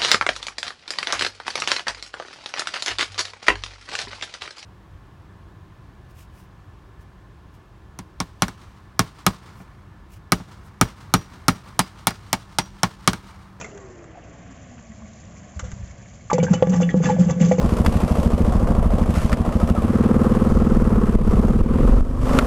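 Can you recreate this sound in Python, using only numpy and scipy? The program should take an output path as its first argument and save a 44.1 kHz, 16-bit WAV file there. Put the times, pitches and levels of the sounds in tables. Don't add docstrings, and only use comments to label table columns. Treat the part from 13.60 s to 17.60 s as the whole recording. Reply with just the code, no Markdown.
import sys
import numpy as np
from scipy import signal
from scipy.fft import rfft, irfft, next_fast_len
from scipy.io import wavfile
from scipy.ndimage import uniform_filter1d, map_coordinates

SR = 44100
rng = np.random.default_rng(int(sys.argv[2]) if len(sys.argv) > 2 else 0)


def persist_wave(psi):
    counts = np.round(np.clip(psi, -1, 1) * 32767).astype(np.int16)
    wavfile.write(sys.argv[1], SR, np.atleast_2d(counts).T)


N = 176400


# start in seconds, pitch in Hz, peak in dB, seconds to fade by 60 dB.
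BUBBLE_PLOPS = [(.013, 2470, -29, 0.024), (.044, 2087, -30.5, 0.028), (0.211, 1074, -44, 0.099),
                (.554, 738, -39.5, 0.09), (.573, 687, -33.5, 0.096), (1.42, 1034, -43.5, 0.091),
                (2.034, 535.3, -34.5, 0.035), (2.7, 1194, -17.5, 0.018), (2.715, 932, -9, 0.0098),
                (2.731, 452, -6, 0.0086), (2.782, 796, -13, 0.0068), (2.786, 490, -9.5, 0.029),
                (2.7318, 2090, -23, 0.0069), (2.8, 2290, -30, 0.022), (2.8, 2820, -36, 0.018),
                (2.829, 479, -11, 0.024), (2.736, 514, -13, 0.048), (2.867, 1592, -25, 0.044),
                (2.882, 920, -26.5, 0.047), (2.931, 536, -18, 0.005), (2.941, 2927, -31.5, 0.051),
                (3.0244, 515, -2, 0.012), (3.072, 455, -16, 0.011), (3.135, 1880, -32, 0.023),
                (3.162, 5360, -41, .04), (3.203, 636, -16, 0.013), (3.221, 499, -16.5, 0.045),
                (3.231, 2780, -23.5, 0.01), (3.291, 1895, -18, 0.01), (3.343, 330, -5, 0.0084),
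                (3.403, 442, -17.5, 0.03), (3.441, 3495, -34.5, 0.027), (3.449, 496.8, -22, 0.2),
                (3.456, 1723, -25.5, .04), (3.489, 881, -19, 0.041), (3.496, 855, -13.5, 0.027),
                (3.496, 485, -17.5, 0.057), (3.565, 650, -22.5, .025), (3.585, 524, -20, 0.075),
                (3.692, 489, -21, 0.054), (3.697, 1178, -37, 0.056), (3.806, 476, -21, 0.029),
                (3.824, 2130, -31.5, .02), (3.825, 480, -23, 0.029), (3.913, 555, -6, 0.021),
                (3.917, 2070, -21, 0.0066), (3.918, 690, -19.5, 0.044), (3.983, 473, -15, 0.031)]
def plops(rise_s=.0008, pitch_sag=0.13):
    out, t = np.zeros(N), np.arange(SR // 5) / SR
    for start, hz, db, fade_s in BUBBLE_PLOPS:
        pitch = hz * (1 + pitch_sag * (.2 - np.minimum(t / fade_s, 1)))
        phase = 2 * np.pi * np.cumsum(pitch) / SR
        ring = np.sin(phase) * amp(-60 * t / fade_s) * (1 - np.exp(-t / rise_s))
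        add(out, start, pipe(wall_echo(ring)), db)
    return out


# middle in seconds, pitch in Hz, peak in dB, half length in seconds.
AIR_GULPS = [(2.748, 180, -15.5, 0.023), (2.802, 174, -15.5, 0.012), (2.831, 179.4, -13.5, 0.022),
             (2.912, 181, -3.5, 0.0052), (2.966, 174, -24, 0.01), (3.046, 179, -19.5, .012),
             (3.099, 179, -10, 0.021), (3.125, 176.6, -11.5, 0.033), (3.152, 165.6, -15.5, 0.017),
             (3.193, 181.4, -10.5, 0.027), (3.228, 179.3, -14.5, 0.051), (3.28, 174, -16, 0.027),
             (3.349, 183, -16, 0.006), (3.374, 183, -10, 0.014), (3.41, 165, -10.5, 0.014),
             (3.452, 184, -16.5, 0.047), (3.515, 177.5, -11.5, 0.013), (3.552, 182, -12, 0.0073),
             (3.604, 177, -4.5, 0.016), (3.668, 183, -11, 0.01), (3.715, 146.5, -12.5, 0.0068),
             (3.768, 178, -18, 0.0095), (3.813, 180, -7, 0.0043), (3.843, 171.5, -7.5, 0.014),
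             (3.89, 170.6, -8.5, .012), (3.943, 182, -18.5, 0.022), (3.993, 140, -8.5, 0.0053)]
def gulps():
    out, t = np.zeros(N), np.arange(-SR // 10, SR // 5) / SR
    for middle, hz, db, half_s in AIR_GULPS:
        swell = np.sin(2 * np.pi * hz * t) * np.exp(-(t / half_s) ** 2)
        add(out, middle + t[0], pipe(swell), db)
    return out


# start in seconds, seconds to rise, seconds to fade by 60 dB,
# relative froth level in dB, relative spray level in dB.
SPLASH_BURSTS = [(2.701, .002, 0.083, -29, -38), (2.73, 0.0017, 0.074, -36, -25.5),
                 (2.78, .003, 0.071, -43, -36.5), (2.827, 0.0081, 0.097, -32, -28.5),
                 (2.878, 0.034, 0.19, -37.5, -47.5), (2.931, 0.006, 0.097, -28.5, -27.5),
                 (3.024, 0.0017, 0.04, -24.5, -37.5), (3.068, .003, 0.024, -33.5, -41.5),
                 (3.092, .005, 0.1, -43.5, -38), (3.11, 0.027, 0.2, -31, -40),
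                 (3.156, .008, 0.12, -45.5, -38.5), (3.199, 0.018, 0.14, -36, -35.5),
                 (3.289, 0.015, 0.052, -41, -44), (3.355, 0.013, 0.18, -44, -48),
                 (3.418, 0.031, 0.29, -30, -33), (3.485, 0.016, 0.14, -29.5, -35.5),
                 (3.584, 0.015, 0.39, -41, -38), (3.679, 0.032, 0.081, -30.5, -36),
                 (3.793, 0.025, 0.28, -34, -34.5), (3.84, 0.0094, 0.28, -49, -36.5),
                 (3.88, 0.006, 0.27, -46, -40.5), (3.915, .004, 0.12, -33, -36.5),
                 (3.976, 0.012, 0.13, -40, -37)]
# frequency in Hz, gain in dB.
FROTH_TONE = [(150, -2.5), (400, 5), (800, -4), (1400, -2), (2100, 1.5), (3100, -8), (3900, -25),
              (5000, -34.5), (8000, -43.5)]
SPRAY_TONE = [(1000, -11), (3000, -4), (4100, -16), (4800, -9.5), (5600, -8), (6300, 3.5), (6900, -1.5),
              (7500, 3.5), (8000, -42)]
CHURN_TONE = [(25, -37), (50, -15), (80, -2.5), (125, 1.5), (178, -6), (240, -4.5), (350, -13), (500, -9),
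              (800, -22.5), (1500, -54.5)]
OUTFLOW_START_S = 2.73
def splashes(steady_froth_db=-47.5, steady_spray_db=-57.5):
    t = np.arange(N) / SR
    flow = np.clip((t - OUTFLOW_START_S) / 0.024, 0, 1)
    froth_power = (flow * amp(steady_froth_db)) ** 2
    spray_power = (flow * amp(steady_spray_db)) ** 2
    for start, rise_s, fade_s, froth_db, spray_db in SPLASH_BURSTS:
        age = t - start
        burst = np.clip(age / rise_s, 0, 1) * amp(-60 * np.maximum(age - rise_s, 0) / fade_s)
        froth_power += (burst * amp(froth_db)) ** 2
        spray_power += (burst * amp(spray_db)) ** 2
    froth = flicker(coloured(fizz(low_hz=582, high_hz=4120, hiss=0.36), FROTH_TONE), depth_db=1)
    spray = flicker(coloured(fizz(low_hz=3990, high_hz=7560, hiss=1.6), SPRAY_TONE), depth_db=2)
    churn = flow * noise(CHURN_TONE) * amp(-25) * (spray_power / spray_power.max()) ** .2
    drops = droplets(low_hz=900, high_hz=3350) * np.sqrt(froth_power)
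    through_pipe = pipe(amp(-3.5) * froth * np.sqrt(froth_power) + churn)
    return through_pipe + spray * np.sqrt(spray_power) + drops


# pitch in Hz, width in Hz, dB over the direct sound.
PIPE_NOTES = [(178.8, 26.4, 16), (505.8, 17.2, 13.5), (828, 45, 9.5), (1153, 30, 11), (1421, 35, 1),
              (1520, 11, 5), (1695, 10, 11.5), (1925, 37, 3), (2290, 55, 2.5), (2685, 10, 11.5),
              (2985, 19, 9.5), (3456, 42, 20.5)]
def pipe(x):
    return filtered(x, lambda f: 1 + resonances(f, PIPE_NOTES))


def wall_echo(x, fade_s=0.099, above_hz=790):
    t = np.arange(SR // 8) / SR
    tail = rng.standard_normal(len(t)) * amp(-60 * t / fade_s)
    tail = filtered(tail / np.linalg.norm(tail), lambda f: (1j * f / (above_hz + 1j * f)) ** 2)
    return x + amp(-1.5) * signal.fftconvolve(x, tail)[:len(x)]


# time in seconds, lowest note in Hz, level in dB.
FALLING_NOTE = [(0, 442.4, -51.5), (0.199, 383.8, -46), (.55, 318.4, -54.5), (.88, 270, -53.5),
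                (1.3, 221.7, -47), (1.8, 200.8, -50.5), (2.2, 191.1, -45.5), (2.7, 176.1, -58)]
# multiple of the lowest note, relative level in dB.
NOTE_TONES = [(1, 0.5), (3, -12.5), (5, -20.5)]
def air_column(width_hz=32):
    t = np.arange(N) / SR
    times, hz, db = np.transpose(FALLING_NOTE)
    phase = 2 * np.pi * np.cumsum(np.interp(t, times, hz)) / SR
    note = np.zeros(N)
    for multiple, tone_db in NOTE_TONES:
        angle = multiple * phase
        breathy_tone = wobble(width_hz) * np.cos(angle) + wobble(width_hz) * np.sin(angle)
        note += amp(tone_db) * breathy_tone
    return amp(np.interp(t, times, db)) * unit(note)


# start in seconds, peak in dB, seconds to fade by 60 dB.
RIM_KNOCKS = [(.012, -22.5, .05), (.045, -27.5, 0.043), (.176, -30.5, .03), (.442, -39.5, 0.018),
              (1.994, -21.5, 0.068), (2.04, -35, 0.36), (2.117, -28, 0.033)]
# pitch in Hz, width in Hz, relative level in dB.
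RIM_NOTES = [(486, 210, -5), (892, 210, -9.5), (1190, 51, 0.5), (1404, 270, -5), (1990, 59, -7.5),
             (2810, 600, -17), (3340, 85, -41.5), (6240, 1430, -10.5)]
def knocks():
    out, t = np.zeros(N), np.arange(SR // 5) / SR
    for start, db, fade_s in RIM_KNOCKS:
        scuff = rng.standard_normal(len(t)) * amp(-60 * t / fade_s)
        add(out, start, filtered(scuff, lambda f: resonances(f, RIM_NOTES)), db)
    return out


# middle in seconds, pitch in Hz, peak in dB, half length in seconds.
DULL_BUMPS = [(1.977, 74, -25, 0.014), (2.035, 79.7, -23, 0.0079), (2.052, 74.5, -25, 0.012),
              (2.084, 91, -27, 0.0057), (2.136, 75, -23.5, 0.0048), (2.167, 95, -31.5, 0.0082),
              (2.211, 103, -29.5, 0.017), (2.237, 70, -26.5, 0.01)]
def bumps():
    out, t = np.zeros(N), np.arange(-SR // 10, SR // 10) / SR
    for middle, hz, db, half_s in DULL_BUMPS:
        thud = np.cos(2 * np.pi * hz * t) * np.exp(-(t / half_s) ** 2)
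        add(out, middle + t[0], thud, db)
    return out


def fizz(low_hz, high_hz, hiss, per_second=1400, fade_cycles=14, spread_db=3):
    when, pitch, size = rng.random((int(per_second * N / SR), 3)).T[:, :, None]
    samples = np.arange(SR // 100)
    cycles = low_hz * (high_hz / low_hz) ** pitch * samples / SR
    bubble_db = -spread_db * np.log(1 - .98 * size)
    rings = amp(bubble_db - 60 * cycles / fade_cycles) * np.sin(2 * np.pi * cycles)
    positions = (when * N).astype(int) + samples
    swarm = np.bincount(positions.ravel(), rings.ravel(), N)[:N]
    return unit(swarm) + hiss * rng.standard_normal(N)


def droplets(low_hz, high_hz, per_second=90, fade_s=0.015, spread_db=4):
    out, t = np.zeros(N), np.arange(SR // 12) / SR
    for when, pitch, size in rng.random((int(per_second * N / SR), 3)):
        hz = low_hz * (high_hz / low_hz) ** pitch
        ping = np.sin(2 * np.pi * hz * t) * amp(-60 * t / fade_s)
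        add(out, when * N / SR, ping, -spread_db * np.log(1 - .95 * size))
    return wall_echo(out)


# time in seconds, relative air level in dB, relative trickle level in dB.
BACKGROUND_LEVELS = [(0, -38.5, -47.5), (.12, -46.5, -61), (.5, -47.5, -68), (.9, -47.5, -62.5),
                     (1.3, -50.5, -60), (1.8, -49, -59.5), (2.2, -48.5, -58), (2.65, -52, -59.5)]
# frequency in Hz, gain in dB.
OUTSIDE_TONE = [(80, -9), (140, -0.5), (260, -4), (450, -5.5), (650, -3.5), (900, -13.5), (2000, -16.5),
                (2900, -28), (4000, -37), (6000, -34)]
INSIDE_TONE = [(80, -12.5), (170, 4), (280, -6.5), (390, -13), (700, -6), (920, -21.5), (1120, -11.5),
               (1280, -21), (1520, -17), (2000, -17), (3400, -26.5), (4000, -36.5), (6000, -52)]
TRICKLE_TONE = [(1760, -31), (3000, -12.5), (3340, -10.5), (3710, -13.5), (5600, -5.5), (6360, 2),
                (7260, 4.5), (7800, -10.5), (10100, -45.5), (17200, -120)]
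RUMBLE_TONE = [(20, -21.5), (36, -12.5), (58, 7.5), (115, 4.5), (145, -2.5), (300, -19.5), (600, -57.5)]
def background(enter_s=0.42, inside_s=0.85, rumble_db_per_s=2.5):
    t = np.arange(N) / SR
    times, air_db, trickle_db = np.transpose(BACKGROUND_LEVELS)
    inside = np.clip((t - enter_s) / (inside_s - enter_s), 0, 1)
    open_air = amp(1) * np.sqrt(1 - inside) * noise(OUTSIDE_TONE)
    hollow_air = amp(1.5) * np.sqrt(inside) * noise(INSIDE_TONE)
    air = amp(np.interp(t, times, air_db)) * (open_air + hollow_air)
    trickle = unit(coloured(fizz(low_hz=2495, high_hz=7650, hiss=1.43), TRICKLE_TONE))
    rumble = amp(-49.5 + rumble_db_per_s * np.minimum(t, OUTFLOW_START_S)) * noise(RUMBLE_TONE)
    trickle *= amp(np.interp(t, times, trickle_db) + 2.5 + 1.5 * wobble(60))
    drips = amp(-55.5) * droplets(low_hz=785, high_hz=2900)
    return trickle + drips + air + rumble


def amp(db):
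    return 10 ** (np.asarray(db) / 20)


def unit(x):
    return x / np.sqrt(np.mean(x ** 2) + 1e-20)


def filtered(x, response):
    size = next_fast_len(len(x) + 8192)
    return irfft(rfft(x, size) * response(np.fft.rfftfreq(size, 1 / SR)), size)[:len(x)]


def coloured(x, tone):
    hz, db = np.transpose(tone)
    return filtered(x, lambda f: amp(np.interp(np.log(f + 1), np.log(hz + 1), db)))


def noise(tone):
    return unit(coloured(rng.standard_normal(N), tone))


def resonances(f, notes):
    return sum(amp(db) * 1j * f * width / (hz * hz - f * f + 1j * f * width) for hz, width, db in notes)


def wobble(rate):
    return map_coordinates(rng.standard_normal(int(N * rate / SR) + 4), [np.arange(N) * rate / SR])


def flicker(x, depth_db):
    spectrum = signal.stft(x, nperseg=256)[2]
    patches = uniform_filter1d(rng.standard_normal(spectrum.shape), size=4, axis=0)
    patches = uniform_filter1d(patches, size=5, axis=1)
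    return unit(signal.istft(spectrum * amp(depth_db * unit(patches)), nperseg=256)[1][:N])


def add(track, start_s, x, peak_db):
    part = track[max(round(start_s * SR), 0):][:len(x)]
    part += (amp(peak_db) * x / np.abs(x).max())[:len(part)]


def scene():
    return (background() + air_column() + knocks() + bumps() + gulps() + plops() + splashes())[None]


def record(dry):
    top_hz = 7700
    return np.array([filtered(x, lambda f: 1 / np.sqrt(1 + (f / top_hz) ** 200)) for x in dry])


dry = scene()
out = record(dry)
persist_wave(out)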